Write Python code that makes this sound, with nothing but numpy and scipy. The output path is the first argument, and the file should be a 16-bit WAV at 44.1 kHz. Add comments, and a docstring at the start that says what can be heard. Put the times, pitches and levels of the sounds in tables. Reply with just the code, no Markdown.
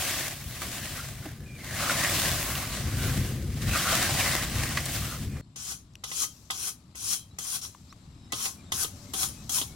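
"""A scythe rustles and crunches through meadow weeds, close to the ground in a gusty breeze: leaves tear,
stems snap, the blade thumps the ground and its back swishes over stubble. Then, from a few steps away, a
whetstone rasps along the blade in short strokes, its grit and its knocks setting the steel ringing. Far
leaves and insects fill the quiet between the strokes; distant birds call in both scenes."""
import sys
import numpy as np
from scipy import signal
from scipy.fft import rfft, irfft
from scipy.io import wavfile
from scipy.ndimage import uniform_filter1d

SR = 44100
rng = np.random.default_rng(int(sys.argv[2]) if len(sys.argv) > 2 else 0)


def wrap_up_sound(samples):
    """Save the sound to the file named by the first command line argument, as 16-bit audio."""
    columns = np.atleast_2d(samples).T
    # keep every value between -1 and 1, then stretch to whole-number steps
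    tamed = np.clip(columns, -1, 1)
    steps = np.round(tamed * 32767).astype(np.int16)
    wavfile.write(sys.argv[1], SR, steps)


N = 429975
CUT_S = 5.411  # the listener jumps from the grass to a few steps away

# stereo image from a few steps away: f/Hz, left-right likeness
FAR_LIKENESS = [(60, 0.99), (130, 0.87), (290, 0.86), (640, 0.76), (1410, 0.1), (3100, 0.24), (6820, 0.3),
                (15000, 0.77)]
# its tilt: f/Hz, left over right/dB
FAR_TILT = [(60, 5), (120, -5), (240, 3), (480, -2), (950, -3), (1890, -4.5), (3770, -0.5), (7520, 10),
            (15000, 1.5)]
# its phase: f/Hz, left lead/rad
FAR_LEAD = [(60, 6.1), (600, -0.5), (1120, 0), (2200, -3.5), (3190, -5.5), (9000, -9), (16000, -4)]
# the stone knocks on the steel: t/s, ring/dB, crack/dB, crack t60/s, thud/dB
STONE_KNOCKS = [(5.558, -58, -54, 0.084, -55), (5.719, -50, -52, 0.055, -57),
                (6.037, -46.5, -39.5, 0.11, -59), (6.115, -43, -40, 0.058, -51),
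                (6.24, -44, -60, 0.043, -55), (6.502, -37.5, -34.5, 0.12, -50),
                (6.949, -55, -72, 0.062, -52), (7.385, -47, -58, 0.048, -49), (7.649, -55, -45, 0.052, -59),
                (8.324, -37, -42, 0.08, -41), (8.332, -39, -39, 0.13, -41), (8.456, -40, -39, .06, -47),
                (8.72, -37.5, -35, 0.11, -38), (8.845, -55, -38, 0.037, -41.5),
                (9.137, -47, -38, 0.073, -36), (9.229, -41, -38, 0.095, -42), (9.493, -52, -48, 0.078, -48),
                (9.581, -51, -33, 0.077, -55), (9.614, -49, -32.5, 0.094, -39)]


def gain_of(db):
    """Decibels to a factor."""
    return 10 ** (np.asarray(db) / 20)


def unit_rms(x):
    """Scaled to rms 1."""
    return x / np.sqrt(np.mean(x ** 2) + 1e-20)


def read(points, hz):
    """A (f/Hz, value) table on a log-frequency axis."""
    f, value = np.transpose(points)
    return np.interp(np.log(hz + 1), np.log(f + 1), value)


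def curve(points):
    """A (t/s, value) table, one value a sample."""
    return np.interp(np.arange(N) / SR, *np.transpose(points))


def wander(shape, *sizes):
    """Random drift at rms 1, smoothed over each size in turn."""
    drift = rng.standard_normal(shape)
    for size in sizes:
        drift = uniform_filter1d(drift, size)
    return unit_rms(drift)


def plateau(start, end, start_db, end_db, rise, fall):
    """A level in dB that climbs at rise dB/s, slides from start to end and sinks at fall dB/s."""
    t = np.arange(N) / SR
    held = np.interp(t, [start, end], [start_db, end_db])
    return held - rise * np.maximum(start - t, 0) - fall * np.maximum(t - end, 0)


def bursts(rows):
    """Envelope of sudden blows that die away. Rows: t/s, level/dB, t60/s."""
    out = np.zeros(N)
    for start, db, t60 in rows:
        part = out[round(start * SR):][:SR // 4]
        t = np.arange(len(part)) / SR
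        part += gain_of(db - 60 * t / t60) * np.minimum(t / 0.0006, 1)
    return out


def grains(grain_db, size):
    """Two white noises that share one lumpy envelope of short grains."""
    lumps = wander(N, size)
    return rng.standard_normal((2, N)) * gain_of(grain_db * lumps)


def placed(pair, likeness, tilt, lead=((0, 0), (1, 0)), patchy_db=0):
    """A noise pair spread in stereo and made patchy: a frequency column and short-time spectra."""
    hz, _, (left, other) = signal.stft(pair, SR, nperseg=512, noverlap=384)
    hz = hz[:, None]
    alike = read(likeness, hz)
    right = (alike * left + np.sqrt(1 - alike ** 2) * other) * np.exp(-1j * read(lead, hz))
    patches = uniform_filter1d(rng.standard_normal(right.shape), size=4, axis=0)
    patches = unit_rms(uniform_filter1d(patches, size=14, axis=1))
    lean = gain_of(read(tilt, hz) / 2)
    return hz, np.array([left * lean, right / lean]) * gain_of(patchy_db * patches)


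def coloured(spectra, colour_db):
    """Short-time spectra back to sound through an EQ curve, the mid signal at rms 1."""
    x = signal.istft(spectra * gain_of(colour_db), SR, nperseg=512, noverlap=384)[1][:, :N]
    return x / np.sqrt(np.mean(x.mean(0) ** 2))


def band(noise, edges_hz, order):
    """Band-passed noise at rms 1."""
    bandpass = signal.butter(order, np.clip(edges_hz, 50, 18000), "band", fs=SR)
    return unit_rms(signal.lfilter(*bandpass, noise))


def clicks(rows, spread, crack_db):
    """Noise blows, each a narrow ring of its colour over a broad crack."""
    out, noise = np.zeros(N), rng.standard_normal(N)
    for start, db, hz, t60 in rows:
        at = slice(round(start * SR), round(start * SR) + SR // 4)
        ring = band(noise[at], [hz / spread, hz * spread], order=1)
        crack = band(noise[at], [hz / 2, hz * 2], order=1)
        out[at] += (ring + gain_of(crack_db) * crack) * bursts([(start, db, t60)])[at]
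    return out


def whistles(rows, unsteady, fade_db):
    """Thin tones that glide, fast at first, waver and fade by fade_db (swell if negative)."""
    out = np.zeros(N)
    for start, end, start_hz, end_hz, db in rows:
        part = out[round(start * SR):round(end * SR)]
        pitch_waver, level_waver = wander((2, len(part)), 250)
        along = np.linspace(0, 1, len(part))
        glide = (end_hz + (start_hz - end_hz) * (1 - along) ** 2) * (1 + unsteady * pitch_waver)
        level = gain_of(db + 3.1 * level_waver - fade_db * along ** 2)
        part += level * signal.windows.tukey(len(part), .4) * np.sin(2 * np.pi * np.cumsum(glide) / SR)
    return out


def resonate(x, hz, width):
    """One mode, gain 1 at its centre."""
    r = np.exp(-np.pi * width / SR)
    return 2 * signal.lfilter([1 - r], [1, -r * np.exp(2j * np.pi * hz / SR)], x).real


def breeze(close):
    """Lumpy low wind rumble, nearly mono and a little louder on the left."""
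    # wind strength, one curve in the grass and one a few steps away: t/s, level/dB
    strengths = [
        [(0, -49), (.3, -44), (.6, -41.5), (1.6, -40), (2.1, -38.5), (2.25, -36), (2.55, -37.5), (3.2, -26.5),
         (3.4, -32.5), (3.72, -30.5), (3.82, -40.5), (4.45, -34), (4.58, -30), (4.85, -36), (5.4, -34)],
        [(5.43, -52), (6.3, -55), (7.0, -53.5), (7.9, -54), (8.1, -52), (9.33, -46.5), (9.75, -46)],
    ]
    # rumble colour in the same two spots: f/Hz, level/dB
    gust = [(13, -30), (22, -19), (63, 1.5), (128, 2), (144, 2), (169, -10), (200, -5.5), (336, -16.5),
            (420, -20.5), (550, -23.5), (920, -120)]
    lull = [(13, -42), (22, -22), (64, 4), (103, 5.5), (266, -6), (358, -21), (420, -45), (550, -46),
            (920, -120)]
    strength, colour = (strengths[0], gust) if close else (strengths[1], lull)
    hz = np.fft.rfftfreq(N, 1 / SR)
    mid, side = irfft(rfft(rng.standard_normal((2, N))) * gain_of(read(colour, hz)), N)
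    rumble = unit_rms(np.array([mid + 0.048 * side, mid - 0.025 * side]))
    return gain_of(curve(strength) + 1.37 * wander(N, 1500, 1500) + [[.9], [-1.1]]) * rumble


def leaves_and_insects():
    """Far hiss of leaves with a thin insect band, and a faint brighter hiss that comes and goes."""
    # swell of the far leaves: t/s, level/dB
    leaf_swell = [(5.42, -63.5), (6.3, -61.5), (7.0, -61.5), (7.72, -60), (8.14, -58), (8.6, -54.5),
                  (8.9, -53), (9.75, -51.5)]
    # faint bright hiss under and between the whetting strokes: start/s, end/s, level/dB
    hiss_spans = [(6.2, 6.3, -56), (7.5, 7.56, -57), (8.88, 9.52, -59.5)]
    # colours of the far leaves and of the bright hiss: f/Hz, level/dB
    leaf_colour = [(250, 0), (330, -3), (460, -14.5), (560, -10), (900, -13), (1280, -12), (1450, -18),
                   (3300, -19), (3900, -15), (5600, -21.5), (7700, -29), (8100, -27), (12000, -34),
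                   (15900, -58)]
    hiss_colour = [(2500, -14), (4000, -2), (6000, 9), (9000, -3), (13000, -2), (15900, -7)]
    insect_hz, insect_width_hz, insect_db = 7550, 220, -19
    tilt = [(300, 2.3), (1300, 4.2), (8000, 8.8), (15000, 3.3)]  # f/Hz, left over right/dB
    hiss = sum(gain_of(plateau(start, end, db, db, rise=152, fall=49)) for start, end, db in hiss_spans)
    hz, noise = placed(grains(0.81, size=200), FAR_LIKENESS, tilt, patchy_db=-1.5)
    insects = coloured(noise, -20 * np.log10(1 + (2 * (hz - insect_hz) / insect_width_hz) ** 2))
    bed = coloured(noise, read(leaf_colour, hz)) + gain_of(insect_db) * insects
    return gain_of(curve(leaf_swell)) * bed + hiss * coloured(noise, read(hiss_colour, hz))


def birds():
    """Far songbirds whistle short gliding notes."""
    # notes: start/s, end/s, start f/Hz, end f/Hz, level/dB
    notes = [(1.386, 1.5, 1700, 1694, -61), (1.444, 1.595, 2500, 2370, -52.5),
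             (5.28, 5.41, 2490, 2400, -60), (5.33, 5.46, 4400, 4300, -68), (7.302, 7.337, 3960, 4000, -66),
             (7.885, 7.93, 4100, 5750, -57), (7.888, 7.93, 3020, 4420, -61), (8.0, 8.06, 3930, 4400, -70),
             (8.07, 8.2, 4840, 5100, -75), (8.18, 8.3, 4000, 3800, -68), (8.2, 8.28, 5250, 5250, -68),
             (8.3, 8.32, 2010, 1960, -60), (8.57, 8.62, 2400, 2400, -62), (8.64, 8.713, 3700, 3630, -67),
             (8.91, 9.12, 582, 580, -62), (9.05, 9.13, 2000, 2150, -67), (9.34, 9.44, 2620, 2550, -62),
             (9.66, 9.75, 2200, 2200, -67)]
    return whistles(notes, unsteady=0.016, fade_db=-4.0)


def dry_ticks():
    """Small dry ticks between the strokes, left of centre."""
    # ticks: t/s, level/dB, f/Hz, t60/s
    ticks = [(5.936, -46, 5460, 0.01), (5.954, -35, 2900, 0.0099), (5.954, -35, 5700, 0.01),
             (6.009, -68, 4500, .012), (7.748, -38.5, 990, 0.014), (7.748, -49, 2180, 0.02),
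             (7.872, -58, 6000, .012), (7.926, -34, 1100, 0.019), (7.926, -46, 6000, 0.01)]
    return clicks(ticks, spread=1.03, crack_db=-31) * gain_of([[2], [-2]])


def blade_squeals():
    """Single modes of the blade sing out, then fade."""
    # squeals: start/s, end/s, f/Hz, level/dB
    squeals = [(6.19, 6.35, 3170, -52), (6.5, 6.57, 3170, -50), (6.68, 6.79, 9250, -57),
               (7.05, 7.3, 3170, -54), (7.12, 7.27, 4030, -58), (7.39, 7.52, 3170, -54),
               (7.46, 7.6, 9400, -53), (7.612, 7.69, 5600, -41), (7.64, 7.76, 4030, -61),
               (8.455, 8.49, 1092, -55), (9.215, 9.26, 1080, -44)]
    notes = [(start, end, hz, hz, db) for start, end, hz, db in squeals]
    return whistles(notes, unsteady=0.0014, fade_db=14) * gain_of([[2.5], [-3]])


def blade_ring(rub):
    """The steel rings after each knock and under the rub, each mode swelling as the stone travels."""
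    # modes of the hand-held blade: f/Hz, width/Hz, knocked level/dB, rubbed level/dB
    modes = [(436, 13, -23, 13), (776, 81, 4.5, 1.5), (900, 23, -14, -16), (1070, 18, -1.5, -3),
             (1246, 14, 0, -2.5), (1510, 42, -17, 2), (2030, 44, 14, -6), (2680, 53, 3.5, -28),
             (3135, 27, 0.5, 6.5), (3320, 45, -12, 5), (3520, 46, -16, -8), (4070, 12, -15, 3),
             (4700, 30, -17, 3), (5060, 43, 0.5, -22), (5550, 20, -14, 0), (6400, 20, -4, 6),
             (6500, 43, -5, -20), (6800, 64, -5, 0), (8020, 37, -19, -22.5), (9100, 81, -1, 5.5),
             (9560, 110, -9, -16)]
    out, t = np.zeros((2, N)), np.arange(SR // 8) / SR
    cut = round(CUT_S * SR)
    for hz, width, _, rub_db in modes:
        travel = wander(N // 1024 + 2, 4)
        drive_db = rub_db + 3 * np.interp(np.arange(cut, N) / 1024, np.arange(len(travel)), travel)
        out[:, cut:] += resonate(rub[:, cut:] * gain_of(drive_db), hz, width)
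    hz, width, knock_db, _ = np.transpose(modes)[:, :, None]
    lean_db, lead = read(FAR_TILT, hz) / 2, read(FAR_LEAD, hz) / 2
    decay = np.exp(-np.pi * width * t) * np.minimum(t / 0.00075, 1)
    for start, ring_db, *_ in STONE_KNOCKS:
        force, offset, _ = rng.random((3, len(modes), 1))
        level = gain_of(ring_db + knock_db + 3.2 * (force - 1.5)) * decay
        for side, sign in enumerate((1, -1)):
            phase = 2 * np.pi * (hz * t + offset) + sign * lead
            part = out[side, round(start * SR):][:len(t)]
            part += (level * gain_of(sign * lean_db) * np.sin(phase)).sum(0)[:len(part)]
    return out


def knocks(hz, noise):
    """The stone cracks against the steel; hand and haft take the blow with a dull thud."""
    # colour of the crack: f/Hz, level/dB
    crack_colour = [(180, -12), (300, -17), (1130, 7), (2310, -36), (2560, -5.5), (3450, 11), (4650, -2),
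                    (5770, -14), (13200, -28), (15900, -52)]
    thud_hz, thud_t60_s = (207, 488), 0.069
    cracks = bursts([(start, db, t60) for start, _, db, t60, _ in STONE_KNOCKS])
    thuds = bursts([(start, db, thud_t60_s) for start, *_, db in STONE_KNOCKS])
    thuds = uniform_filter1d(thuds, size=130, origin=64)  # softens the attack
    dull = band(rng.standard_normal(N), thud_hz, order=2)
    return cracks * coloured(noise, read(crack_colour, hz)) + thuds * dull


def whetting():
    """The stone lands and drags its grit over the steel with rising pressure, exciting the blade."""
    # strokes: land/s, lift/s, landing/dB, first grit/dB, grit at lift/dB, fade/(dB/s),
    # body/dB re grit, top hiss/dB re grit
    strokes = [(5.559, 5.718, -50, -48.5, -39.5, 293, -15.5, -3),
               (6.039, 6.234, -35, -52, -32, 417, -17, -2),
               (6.506, 6.687, -32.5, -46.5, -37, 390, -14.5, 0),
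               (6.953, 7.135, -62.5, -49, -32, 313, -18, -1), (7.386, 7.56, -35, -45, -37, 350, -16, -0.5),
               (7.614, 7.641, -55, -52, -43, 266, -18.5, -3),
               (8.321, 8.461, -31, -46.5, -35.5, 260, -13.5, -0.5),
               (8.719, 8.834, -35, -42.5, -34.5, 342, -13, 2),
               (9.135, 9.233, -38, -41.5, -33, 245, -13.5, 1), (9.493, 9.57, -35, -42, -31, 226, -17.5, 2)]
    # colours of the grit, the blade's body and the top hiss: f/Hz, level/dB
    grit_colour = [(1470, -76), (2500, -8), (3020, -5.5), (3280, -5), (3710, -6), (4110, -1), (4530, -4.5),
                   (5670, 5), (8500, -3.5), (11000, -31), (18700, -120)]
    body_colour = [(210, -15), (350, -3), (430, -21), (593, -21), (777, -5.5), (872, -18.5), (1060, -0.5),
                   (1730, -7), (2500, -9.5), (3250, -43), (5500, -120)]
    hiss_colour = [(5000, -98.5), (8500, 2.5), (10200, 11.5), (11900, 5), (15100, -1), (15900, 6.5)]
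    land_t60_s, jolt_s, jolt_db, light_hiss_db = 0.036, 0.021, 1, -4
    linger_db, linger_db_per_s = -30.5, 120  # faint grit hangs on after the lift
    t, levels = np.arange(N) / SR, np.zeros((3, N))
    for land, lift, land_db, start_db, lift_db, fall, body_db, hiss_db in strokes:
        at = slice(round(land * SR), round(lift * SR) + SR // 2)
        since, after = t[at] - land, np.maximum(t[at] - lift, 0)
        pressure = np.clip(since / (lift - land), 0, 1)
        landing = gain_of(land_db - 60 * since / land_t60_s)
        drag = gain_of(start_db + (lift_db - start_db) * pressure - fall * after)
        linger = gain_of(lift_db + linger_db - linger_db_per_s * after) * pressure
        grit = (landing + drag + linger) * np.clip(since / 0.0012, 0, 1)
        jolt = np.exp(-(since / jolt_s) ** 2) + np.exp(-((t[at] - lift) / jolt_s) ** 2)
        levels[0, at] += grit
        levels[1, at] += grit * gain_of(body_db + jolt_db * jolt)
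        levels[2, at] += grit * gain_of(hiss_db + light_hiss_db * (1 - pressure))
    hz, noise = placed(grains(1.34, size=30), FAR_LIKENESS, FAR_TILT, FAR_LEAD, patchy_db=1.7)
    colours = grit_colour, body_colour, hiss_colour
    rub = sum(level * coloured(noise, read(colour, hz)) for level, colour in zip(levels, colours))
    return rub + knocks(hz, noise) + blade_ring(rub) + blade_squeals()


def ground_echo(x):
    """An inverted dull echo and its repeats comb narrow dips into the low mids."""
    comb_hz, lowpass_hz, share = 453.7, 1120, 0.84
    hz = np.fft.rfftfreq(N, 1 / SR)
    echo = share / (1 + (hz / lowpass_hz) ** 4) * np.exp(-2j * np.pi * hz / comb_hz)
    return irfft(rfft(x) * (1 - echo) / (1 - 0.36 * echo), N)


def stubble_swishes():
    """The blade's back slides over stubble: narrow grainy noise riding on a gliding pitch."""
    # slides: start/s, end/s, start f/Hz, end f/Hz, level/dB
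    slides = [(.0, 0.345, 1800, 2024, -47), (0.749, 0.903, 1700, 1890, -47), (.92, 1.05, 1450, 1536, -48),
              (1.559, 1.778, 2210, 1850, -50), (1.657, 1.86, 1950, 1340, -45.5),
              (1.781, 1.943, 1380, 1288, -37), (1.956, 2.105, 1700, 1915, -39),
              (2.2, 2.372, 1900, 1650, -61), (2.96, 3.16, 1470, 1490, -43.5),
              (3.58, 3.816, 1850, 1970, -46.5), (3.678, 3.796, 2600, 2510, -37.5),
              (3.724, 3.813, 1453, 1406, -30.5), (3.826, 3.983, 1330, 1333, -31),
              (3.952, 4.116, 1963, 1650, -37), (4.17, 4.494, 2030, 1927, -38.5),
              (4.536, 4.76, 1950, 1805, -51.5), (4.959, 5.216, 1390, 1216, -47.5)]
    out = np.zeros(N)
    slow = signal.lfilter(*signal.butter(2, 150, fs=SR), grains(2.0, size=300))
    flutter = unit_rms(slow[0]) + 1j * unit_rms(slow[1])
    for start, end, start_hz, end_hz, db in slides:
        at = slice(round(start * SR), round(end * SR))
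        glide = np.linspace(start_hz, end_hz, len(out[at]))
        carrier = np.exp(2j * np.pi * np.cumsum(glide) / SR)
        out[at] += gain_of(db) * (flutter[at] * carrier).real * signal.windows.tukey(len(glide), .6)
    return out


def snaps_and_thumps():
    """Stems snap and the blade thumps dully against the ground."""
    # hits on stems and ground: t/s, level/dB, f/Hz, t60/s
    hits = [(.617, -39, 1180, 0.09), (.99, -35.5, 1390, 0.11), (1.255, -34, 310, 0.096),
            (1.255, -48, 600, 0.065), (1.255, -53, 1460, 0.032), (1.799, -34, 1260, 0.11),
            (1.896, -24, 1370, 0.12), (2.045, -25.5, 1830, 0.15), (2.164, -34, 3200, 0.09),
            (2.553, -32, 2780, .04), (2.553, -28.5, 1180, 0.028), (2.72, -47, 2500, 0.039),
            (2.775, -42, 2000, 0.031), (3.04, -39, 1510, 0.073), (3.752, -31, 660, .05),
            (3.758, -32, 1310, .09), (3.796, -30, 2970, .03), (3.925, -22, 634, 0.048),
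            (4.093, -24, 694, 0.033), (3.799, -31, 1430, .08), (4.199, -27.5, 2350, 0.15),
            (4.772, -25.5, 1930, 0.11), (4.772, -35, 1150, 0.068), (4.772, -41, 4140, 0.08),
            (4.856, -21, 8340, 0.012), (4.858, -35, 4400, 0.033)]
    return clicks(hits, spread=1.04, crack_db=-10)


def mowing():
    """Stems and leaves tear over the scrape of the blade; thick and thin tufts make it flicker."""
    # cuts and drags back: full from/s, to/s, first rustle/dB, last rustle/dB,
    # scrape/dB re rustle, fizz/dB re rustle
    sweeps = [(0.0, .25, -33, -37.5, -2.5, -2), (0.486, .56, -50, -55, -3, 3.5),
              (0.627, 1.02, -41, -42.5, -2.5, -2.5), (1.124, 1.258, -56, -51, 1, -2),
              (1.823, 2.063, -34, -32.5, -0.5, -4.5), (2.157, 2.365, -31, -34.5, -2.5, -2.5),
              (2.424, 2.574, -38, -39.5, 0.5, 0.5), (2.688, 2.817, -41, -40.5, -1.5, -6),
              (3.032, 3.298, -37.5, -45, -1, -2), (3.752, 3.775, -34.5, -31, -1.5, -3.5),
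              (3.915, 4.095, -30, -33.5, -1.5, -4.5), (4.192, 4.394, -31, -35, -1.5, -4),
              (4.562, 4.81, -38.5, -39.5, -0.5, -4), (4.94, 5.162, -37, -45, -4, -1.5),
              (5.263, 5.412, -66.5, -56, 5.5, -10)]
    # colours of the bright rustle, the low scrape and the fizz on top: f/Hz, level/dB
    rustle = [(1530, -63), (2600, -5), (8000, -7), (10400, -14), (17600, -120)]
    scrape = [(190, 4.5), (330, 1), (520, 4.5), (780, 3), (1240, 4), (1900, 7), (2300, 4.5), (2800, -19.5),
              (3400, -39.5), (5700, -110)]
    fizz = [(4710, -38), (8000, -17), (9160, -4.5), (11600, 3.5), (15100, 3), (15900, 3.5)]
    # close stereo image: f/Hz, left-right likeness
    likeness = [(60, 0.99), (130, 0.85), (290, 0.98), (640, 0.97), (1410, 0.87), (3100, 0.63), (6820, 0.07),
                (15000, 0.17)]
    # its tilt: f/Hz, left over right/dB
    tilt = [(60, 7), (130, 0), (290, 2.5), (640, 0.4), (1410, 0.8), (3100, 1.1), (6820, 2.5), (15000, -2)]
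    tuft_s, flicker_db = .025, (1.0, 1.5, .6)  # depth for rustle, scrape, fizz
    breaks_per_s, break_db, break_s = 40, -5.5, 0.0018  # thin stalks break at random
    powers = np.zeros((3, N))
    for start, end, start_db, end_db, scrape_db, fizz_db in sweeps:
        level_db = plateau(start, end, start_db, end_db, rise=79, fall=75)  # into and out of the weeds
        powers += gain_of(level_db + [[0], [scrape_db], [fizz_db]]) ** 2
    tufts = wander(N, round(tuft_s * SR), 300)
    breaks = (rng.random(N) < breaks_per_s / SR) * rng.exponential(1, N)
    crackle = 1 + gain_of(break_db) * signal.lfilter([1], [1, -np.exp(-1 / (break_s * SR))], breaks)
    hz, noise = placed(grains(0.7, size=25) * crackle, likeness, tilt, patchy_db=1.0)
    return sum(gain_of(db * tufts) * np.sqrt(power) * coloured(noise, read(colour, hz))
               for db, power, colour in zip(flicker_db, powers, (rustle, scrape, fizz)))


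def scene():
    """The mowing up close, then the whetting from a few steps away, with birds over both."""
    scythe = ground_echo(mowing() + stubble_swishes() + snaps_and_thumps())
    near = scythe + breeze(close=True)
    far = whetting() + leaves_and_insects() + dry_ticks() + breeze(close=False)
    crossfade = np.clip((np.arange(N) / SR - CUT_S) / .002, 0, 1)
    return (1 - crossfade) * near + crossfade * far + birds()


def record(dry):
    """A steep low-pass trims the highest treble."""
    lowpass = signal.firwin(511, 15950, window=("kaiser", 9), fs=SR)
    return signal.oaconvolve(dry, lowpass[None], "same")


dry = scene()
out = record(dry)
wrap_up_sound(out)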